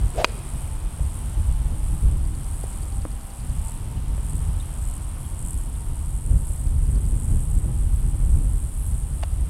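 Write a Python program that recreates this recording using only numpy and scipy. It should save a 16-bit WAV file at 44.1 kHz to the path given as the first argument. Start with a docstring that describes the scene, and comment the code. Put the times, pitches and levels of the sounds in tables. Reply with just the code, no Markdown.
"""A golf iron swishes down and cracks a ball off the tee, a few metres away on an open course.
Vortex shedding makes the swish; the impact sends out a pressure pulse and sets the club head ringing.
A faint echo and a few soft knocks follow. Wind eddies buffet the microphone, katydids buzz by
stridulation, an insect ticks, and far birds, traffic and a mower lie behind.
A limiter ducks for a moment after the strike."""
import sys
import numpy as np
from scipy import signal
from scipy.fft import rfft, irfft
from scipy.io import wavfile
from scipy.ndimage import uniform_filter1d, minimum_filter1d

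SR = 44100
rng = np.random.default_rng(int(sys.argv[2]) if len(sys.argv) > 2 else 0)


def master_out(mix):
    """Clip the mix to full scale and print it as 16-bit PCM to the path in sys.argv[1]."""
    frames = np.transpose(np.atleast_2d(mix))
    ceiling = np.clip(frames, -1, 1)
    pcm = np.round(ceiling * 32767).astype(np.int16)
    wavfile.write(sys.argv[1], SR, pcm)


N = 418509
T = np.arange(N) / SR

# Spectra of the noise sources. Each row: frequency in Hz, relative spectral density in dB.
TRAFFIC_SPECTRUM = [(100, 12), (300, 3), (480, -2), (700, 1), (950, 1.5), (1300, -3), (1700, -9),
                    (2300, -10), (3100, -8.5), (4000, -14), (6000, -16.5), (12000, -20), (16000, -28)]
CHORUS_SPECTRUM = [(5500, -49), (7200, -17), (8000, -11), (8850, 4.5), (9450, -9), (10100, -8.5),
                   (10800, -8.5), (12400, -20.5), (16000, -30)]
WING_SPECTRUM = [(4500, -49), (6500, -17.5), (7400, -5.5), (8100, 5), (8900, 0), (9500, 0.5), (10200, -3),
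                 (11500, -10.5), (13000, -15.5), (16000, -39)]
SHRILL_SPECTRUM = [(7000, -26.5), (9200, -9), (10100, 4.5), (10750, -6.5), (11200, 0.5), (11700, -3.5),
                   (12300, -11), (13500, -22), (16000, -21)]
RUMBLE_SPECTRUM = [(12, -16), (25, 1.5), (45, 4.5), (62, 0), (85, -2.5), (115, -17), (160, -18.5),
                   (300, -66), (3000, -120)]
FLUTTER_SPECTRUM = [(70, -3), (130, 4), (165, -6.5), (220, -10), (320, -19), (500, -25.5), (1000, -40.5),
                    (2000, -45.5), (10000, -110)]
GRIT_SPECTRUM = [(800, -6), (2000, 3), (3100, 3), (3900, -3), (5000, 3.5), (5800, -16), (6800, -4.5),
                 (9000, -7), (12000, -24), (16000, -22)]  # club face, tee and turf
# Slow level contours. Each row: time in seconds, relative level in dB.
TRAFFIC_LEVELS = [(0.4, -46.5), (1.96, -49.5), (4.08, -48.5), (6.86, -52.5), (7.79, -52.5), (9.15, -52)]
CHORUS_LEVELS = [(0.0, -50.5), (0.65, -44.5), (0.8, -49.5), (1.15, -46.0), (1.7, -49.5), (1.85, -45),
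                 (2.0, -46.0), (2.15, -50), (2.55, -45), (3.25, -50), (3.5, -47.0), (4.05, -52.5),
                 (4.2, -47), (4.4, -48.5), (7.34, -46.0), (7.64, -48.5), (8.89, -44.5), (9.49, -48.5)]
WIND_LEVELS = [(0.0, -19.5), (0.3, -28), (2.1, -19.5), (2.3, -26), (3.15, -26), (3.3, -33.5), (3.5, -23),
               (3.7, -29), (3.95, -23), (4.94, -27.5), (6.59, -24.5), (6.69, -18.5), (7.69, -19.5),
               (7.79, -21), (8.39, -17.5), (8.54, -20.5), (9.29, -24.5), (9.49, -26.5)]
# The mower's whine. Each row: time in seconds, pitch in Hz, level in dB.
MOWER_WHINE = [(0, 890, -68), (.9, 876, -57), (1.7, 859, -57.5), (2.3, 800, -67), (2.8, 790, -55),
               (3.4, 798, -56), (3.7, 902, -57), (4.8, 904, -66), (5.8, 933, -58.5), (6.6, 898, -66),
               (7.6, 822, -60), (9.49, 810, -69)]
# The mower's hum. Each row: frequency in Hz, level in dB.
MOWER_HUM = [(237, -58), (307, -57)]
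# Far bird notes. Each row: time of the peak in seconds, level in dB, pitch in Hz.
BIRD_CHIPS = [(3.975, -54, 3020), (4.605, -48, 3720), (5.25, -53, 3200), (5.755, -55, 3510)]
# Runs of insect ticks. Each row: start in seconds, end in seconds, relative level in dB.
INSECT_RUNS = [(2.2525, 3.70, -51), (5.622, 6.01, -58), (6.382, 7.06, -53.5), (8.936, 9.42, -59)]
# Calls of the shrill katydid. Each row: time of the peak in seconds, relative level in dB.
SHRILL_SWELLS = [(.6, -53), (1.15, -66), (1.98, -53), (2.58, -56), (3.27, -53), (3.68, -54), (4.27, -64),
                 (4.66, -54), (5.25, -50), (5.55, -49), (6.5, -47), (7.0, -67), (7.4, -54), (7.95, -50),
                 (8.55, -55), (8.85, -43)]
# Bouts of the nearest katydid. Each row: time of the peak in seconds, half width in seconds, level in dB.
NEAR_BOUTS = [(2.83, .13, -48), (3.68, .06, -43), (4.33, .08, -45.5), (4.9, .11, -44), (5.495, .075, -40.5),
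              (6.55, .11, -46), (7.25, .08, -46.5), (7.53, .1, -44.5)]
# Single gusts. Each row: time of the peak in seconds, rise above the wind in dB.
WIND_BUFFETS = [(2.11, 4.5), (2.82, 0), (4.47, 5), (5.48, 5), (6.35, 11), (7.33, 5), (8.94, 3)]
# Knocks and scuffs. Each row: start in seconds, level in dB, frequency in Hz, rise in seconds,
# 60 dB decay time in seconds, scuff level against the ring in dB.
SOFT_KNOCKS = [(.994, -31.5, 560, .0006, 0.023, -15), (2.639, -19, 414, 0.00083, 0.0045, -22),
               (3.052, -21, 511, 0.00069, 0.016, -10), (3.0545, -28, 297, .00089, 0.061, -12),
               (4.18, -32, 560, .0005, .016, -6), (6.503, -33, 566, .0005, .013, -10),
               (9.227, -29.5, 700, .009, .025, 7), (9.225, -36.5, 1900, 0.0083, .01, 0),
               (9.2352, -27, 2800, 0.00073, 0.0097, -4)]
# Club speed, as the pitch of its vortices. Each row: time in seconds, shedding frequency in Hz.
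VORTEX_PITCH = [(.14, 310), (.163, 425), (.185, 585), (.205, 660), (.218, 720), (.229, 680), (.247, 490),
                (.4, 370), (.52, 260)]
# Modes of head and ball. Each row: frequency in Hz, relative level in dB, 60 dB decay time in seconds.
IMPACT_MODES = [(645, -26.5, .04), (930, -9.5, .018), (1400, -23.5, .019), (1900, -31, .014),
                (2490, -14, .022), (2810, -25, .028), (3210, -27, .018), (3620, -31, .022),
                (3940, -13, .01), (4560, -23, .025), (4940, -10, .004), (6020, -31, .025),
                (6250, -22, .014), (6655, -34, .025), (8260, -31, .017), (9585, -37, .018)]


def undb(db):
    """Amplitude grows tenfold for every 20 dB."""
    return 10 ** (np.asarray(db) / 20)


def unit(x):
    """Normalisation to an rms of 1."""
    return x / np.sqrt(np.mean(x ** 2))


def curves(table):
    """Linear interpolation in time of each column after the first."""
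    times, *columns = np.transpose(table)
    return [np.interp(T, times, column) for column in columns]


def noise():
    """White noise has equal mean power at all frequencies."""
    return rng.standard_normal(N)


def colour(x, spectrum):
    """Spectral shaping by a curve of (Hz, dB) points, at rms 1."""
    hz, db = np.transpose(spectrum)
    bin_hz = np.maximum(np.arange(N // 2 + 1) * SR / N, 1)
    gain = undb(np.interp(np.log(bin_hz), np.log(hz), db))
    return unit(irfft(rfft(x) * gain, N))


def band(x, low_hz, high_hz, order=2):
    """Band-pass filtering, at rms 1."""
    return unit(signal.sosfilt(signal.butter(order, [low_hz, high_hz], "band", fs=SR, output="sos"), x))


def wander(rate_hz):
    """Smoothing random steps gives a slow fluctuation, at rms 1."""
    hold = int(SR / rate_hz)
    steps = np.repeat(rng.standard_normal(N // hold + 1), hold)[:N]
    return unit(uniform_filter1d(uniform_filter1d(steps, hold), hold))


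def narrow_noise(hz, width_hz):
    """Random modulation spreads a moving tone into a narrow band."""
    phase = 2 * np.pi * np.cumsum(hz) / SR
    return unit(wander(width_hz) * np.cos(phase) + wander(width_hz) * np.sin(phase))


def decay(t, t60):
    """Exponential damping by 60 dB in t60 seconds; silence before t = 0."""
    return (t >= 0) * undb(-60 * np.clip(t / t60, 0, 10))


def swell(peak_s, half_s):
    """A bell-shaped envelope with standard deviation half_s."""
    return np.exp(-((T - peak_s) / half_s) ** 2 / 2)


def far_traffic():
    """Distant roads and leaves add incoherently into a soft wash."""
    return colour(noise(), TRAFFIC_SPECTRUM) * undb(curves(TRAFFIC_LEVELS)[0] + 5 + .5 * wander(6.7))


def far_mower():
    """Narrow bands of noise are heard as pitch: a low hum and a drifting whine."""
    hum = sum(narrow_noise(np.full(N, hz), width_hz=14) * undb(db + 1.7 * wander(1.164))
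              for hz, db in MOWER_HUM)
    whine_hz, whine_db = curves(MOWER_WHINE)
    return hum + narrow_noise(whine_hz, width_hz=36) * undb(whine_db)


def bird_chips():
    """Brief bursts of narrow-band noise are heard as far, rasping notes."""
    return sum(undb(db) * np.exp(-((T - peak_s) / .0085) ** 2) * band(noise(), .946 * hz, 1.06 * hz)
               for peak_s, db, hz in BIRD_CHIPS)


def ticking_insect():
    """A periodic train of damped bursts makes dry ticks, swelling slightly in the middle of each run."""
    ticks_per_s = 10.45
    gate = np.zeros(N)
    for start, end, db in INSECT_RUNS:
        arch = np.sin(np.pi * np.clip((T - start) / (end - start), 0, 1))
        ticks = decay((T - start) % (1 / ticks_per_s), t60=.024)
        gate += (T > start) * (T < end) * undb(db + 1.4 * arch) * ticks
    gate = uniform_filter1d(gate, int(.0017 * SR))
    return gate * (band(noise(), 4400, 4860) + undb(.5) * band(noise(), 5800, 8600))


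def wing_strokes(rate_hz, duty, tooth_hz, scatter_db, jitter, skipped=0):
    """Stridulation: a scraper crosses wing teeth, one burst a tooth; skipped strokes make it rattle."""
    cycles = np.cumsum(rate_hz * (1 + jitter * wander(40))) / SR
    phase, stroke = cycles % 1, cycles.astype(int)
    strengths = undb(scatter_db * noise()) * (rng.random(N) >= skipped)
    gate = np.sqrt(np.abs(np.sin(np.pi * np.minimum(phase / duty, 1))))
    teeth = np.exp(-(phase * tooth_hz / rate_hz % 1) / .45)
    return noise() * strengths[stroke] * gate * teeth


def katydids():
    """Superposition blurs far songs into a hiss, while closer ones buzz at their own stroke rates."""
    blur = colour(noise() * undb(1.1 * wander(400)), CHORUS_SPECTRUM)
    slow = wing_strokes(rate_hz=87.4, duty=.5, tooth_hz=800, scatter_db=2.2, jitter=.025, skipped=.15)
    fast = wing_strokes(rate_hz=102.7, duty=.62, tooth_hz=308, scatter_db=2.5, jitter=.006)
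    near = wing_strokes(rate_hz=84, duty=.42, tooth_hz=720, scatter_db=1.3, jitter=.09, skipped=.28)
    shrill = wing_strokes(rate_hz=102.7, duty=.85, tooth_hz=410, scatter_db=1.2, jitter=.006)
    slow, fast, near = (colour(song, WING_SPECTRUM) for song in (slow, fast, near))
    shrill = colour(shrill, SHRILL_SPECTRUM)
    chorus = undb(-3) * blur + undb(-3.5) * slow * undb(1.5 * wander(3)) + undb(-5) * fast
    bouts = sum(undb(db) * swell(peak_s, half_s) for peak_s, half_s, db in NEAR_BOUTS)
    calls = sum(undb(db - 5) * swell(peak_s, half_s=.06) for peak_s, db in SHRILL_SWELLS)
    resting = undb(-57.5)
    return chorus * undb(curves(CHORUS_LEVELS)[0] + .5) + shrill * (resting + calls) + near * bouts


def wind():
    """Turbulent eddies press on the diaphragm: a deep rumble and a quicker flutter follow the wind."""
    rumble = colour(noise(), RUMBLE_SPECTRUM)
    rumble /= np.sqrt(uniform_filter1d(rumble ** 2, int(.16 * SR)))  # evens out the slow swings
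    # Small eddies ride on the big ones.
    eddies = unit((uniform_filter1d(rumble ** 2, int(.025 * SR)) + .01) ** .3)
    flutter = colour(noise(), FLUTTER_SPECTRUM) * eddies
    buffets_db = sum(db * swell(peak_s, half_s=.044) for peak_s, db in WIND_BUFFETS)
    wind_db = curves(WIND_LEVELS)[0] + buffets_db
    moderate_db, flutter_growth = -24, .88  # growth in dB per dB of wind
    rumble_db = wind_db - 1.38 + 2.3 * wander(11)
    flutter_db = moderate_db - 11.5 + flutter_growth * (wind_db - moderate_db) + 1.67 * wander(12)
    return rumble * undb(rumble_db) + flutter * undb(flutter_db)


def knocks():
    """Heavy damping makes each small blow sound dead: one brief ring, mixed with scuffing noise."""
    out, t = np.zeros(N), T[:SR // 10]
    for start_s, db, hz, rise_s, t60, scuff_db in SOFT_KNOCKS:
        scuff = undb(scuff_db) * band(rng.standard_normal(len(t)), hz / 2, hz * 1.93)
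        ring = np.sin(2 * np.pi * hz * t)
        envelope = np.minimum(t / rise_s, 1) * decay(np.maximum(t - rise_s, 0), t60)
        blow = undb(db) * envelope * (ring + scuff) / np.hypot(1, undb(scuff_db))
        start = int(start_s * SR)
        out[start:start + len(t)] += blow[:N - start]
    return out


def course_echo(shot):
    """Scattering from grass and trees returns a faint, dull tail."""
    response = band(noise(), 300, 6000, order=1) * decay(T - .035, t60=1.7) / np.sqrt(SR)
    return undb(-24.5) * signal.fftconvolve(shot, response)[:N]


def swish():
    """Vortex shedding: the shaft's tone climbs and grows with speed; the head drags a broad hiss along."""
    fast_hz, db_per_doubling = 700, 24
    turn_start_s, turn_length_s, turn_loss_db = .203, .025, 10  # the club turns from the microphone
    hz = curves(VORTEX_PITCH)[0]
    moving = uniform_filter1d(1. * (T > VORTEX_PITCH[0][0]) * (T < VORTEX_PITCH[-1][0]), SR // 40)
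    turned = np.clip((T - turn_start_s) / turn_length_s, 0, 1)
    db = -17.5 + db_per_doubling * np.log2(hz / fast_hz) - turn_loss_db * turned
    phase = 2 * np.pi * np.cumsum(hz * (1 + .09 * wander(260))) / SR
    tone = np.sin(phase) * undb(2 * wander(220))
    hiss = colour(noise(), [(150, -20), (500, 7), (1000, -6), (1700, -9), (3200, -13),
                            (6000, -19.5), (15000, -35)])
    turbulence = narrow_noise(hz, width_hz=380) / 2
    return moving * ((tone + turbulence) * undb(db) + hiss * undb(.85 * db - 13.5))


def strike():
    """Elastic impact: the ball rebounds in an N-shaped pressure pulse; the head rings and clips turf."""
    strike_s, contact_s = .2448, .0008
    t = T[:SR // 4]
    n_wave = (t < contact_s) * (1 - 2 * t / contact_s)
    pulse = signal.sosfilt(signal.butter(2, [150, 4400], "band", fs=SR, output="sos"), n_wave)
    # Neighbouring modes push the face in opposite directions.
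    ring = sum((-1) ** k * undb(db) * decay(t, t60) * np.sin(2 * np.pi * hz * t)
               for k, (hz, db, t60) in enumerate(IMPACT_MODES))
    grit = colour(noise(), GRIT_SPECTRUM)[:len(t)]
    crack = undb(-15) * decay(t, t60=.01)
    turf = undb(-18) * decay(t - .0033, t60=.0075)
    spray = undb(-53.5) * np.exp(-((t - .046) / .026) ** 2)  # torn grass and soil patter down
    blow = undb(6.5) * (pulse + ring + grit * (crack + turf + spray))
    start = int(strike_s * SR)
    return np.pad(blow, (start, N - start - len(t)))


def scene():
    """Superposition: the pressures of the shot, the wind and the course add at one microphone."""
    shot = swish() + strike()
    pressure = shot + course_echo(shot) + knocks() + wind() + far_traffic() + far_mower()
    return (pressure + katydids() + ticking_insect() + bird_chips())[None]


def record(dry):
    """Look-ahead limiting: the gain dips for a peak and recovers; clipping and a low-pass follow."""
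    threshold_db, release_s, lookahead, top_hz = 2, .05, int(.002 * SR), 15850
    excess_nepers = np.maximum(np.log(np.abs(dry[0]) / undb(threshold_db) + 1e-9), 1e-9)
    # The gain reduction jumps to each peak's excess, then decays exponentially.
    reduction = np.exp(np.maximum.accumulate(np.log(excess_nepers) + T / release_s) - T / release_s)
    gain = uniform_filter1d(minimum_filter1d(np.exp(-reduction), lookahead), lookahead)
    lowpass = signal.ellip(10, .2, 80, top_hz, fs=SR, output="sos")
    return signal.sosfilt(lowpass, np.clip(dry * gain, -1, 1))


dry = scene()
out = record(dry)
master_out(out)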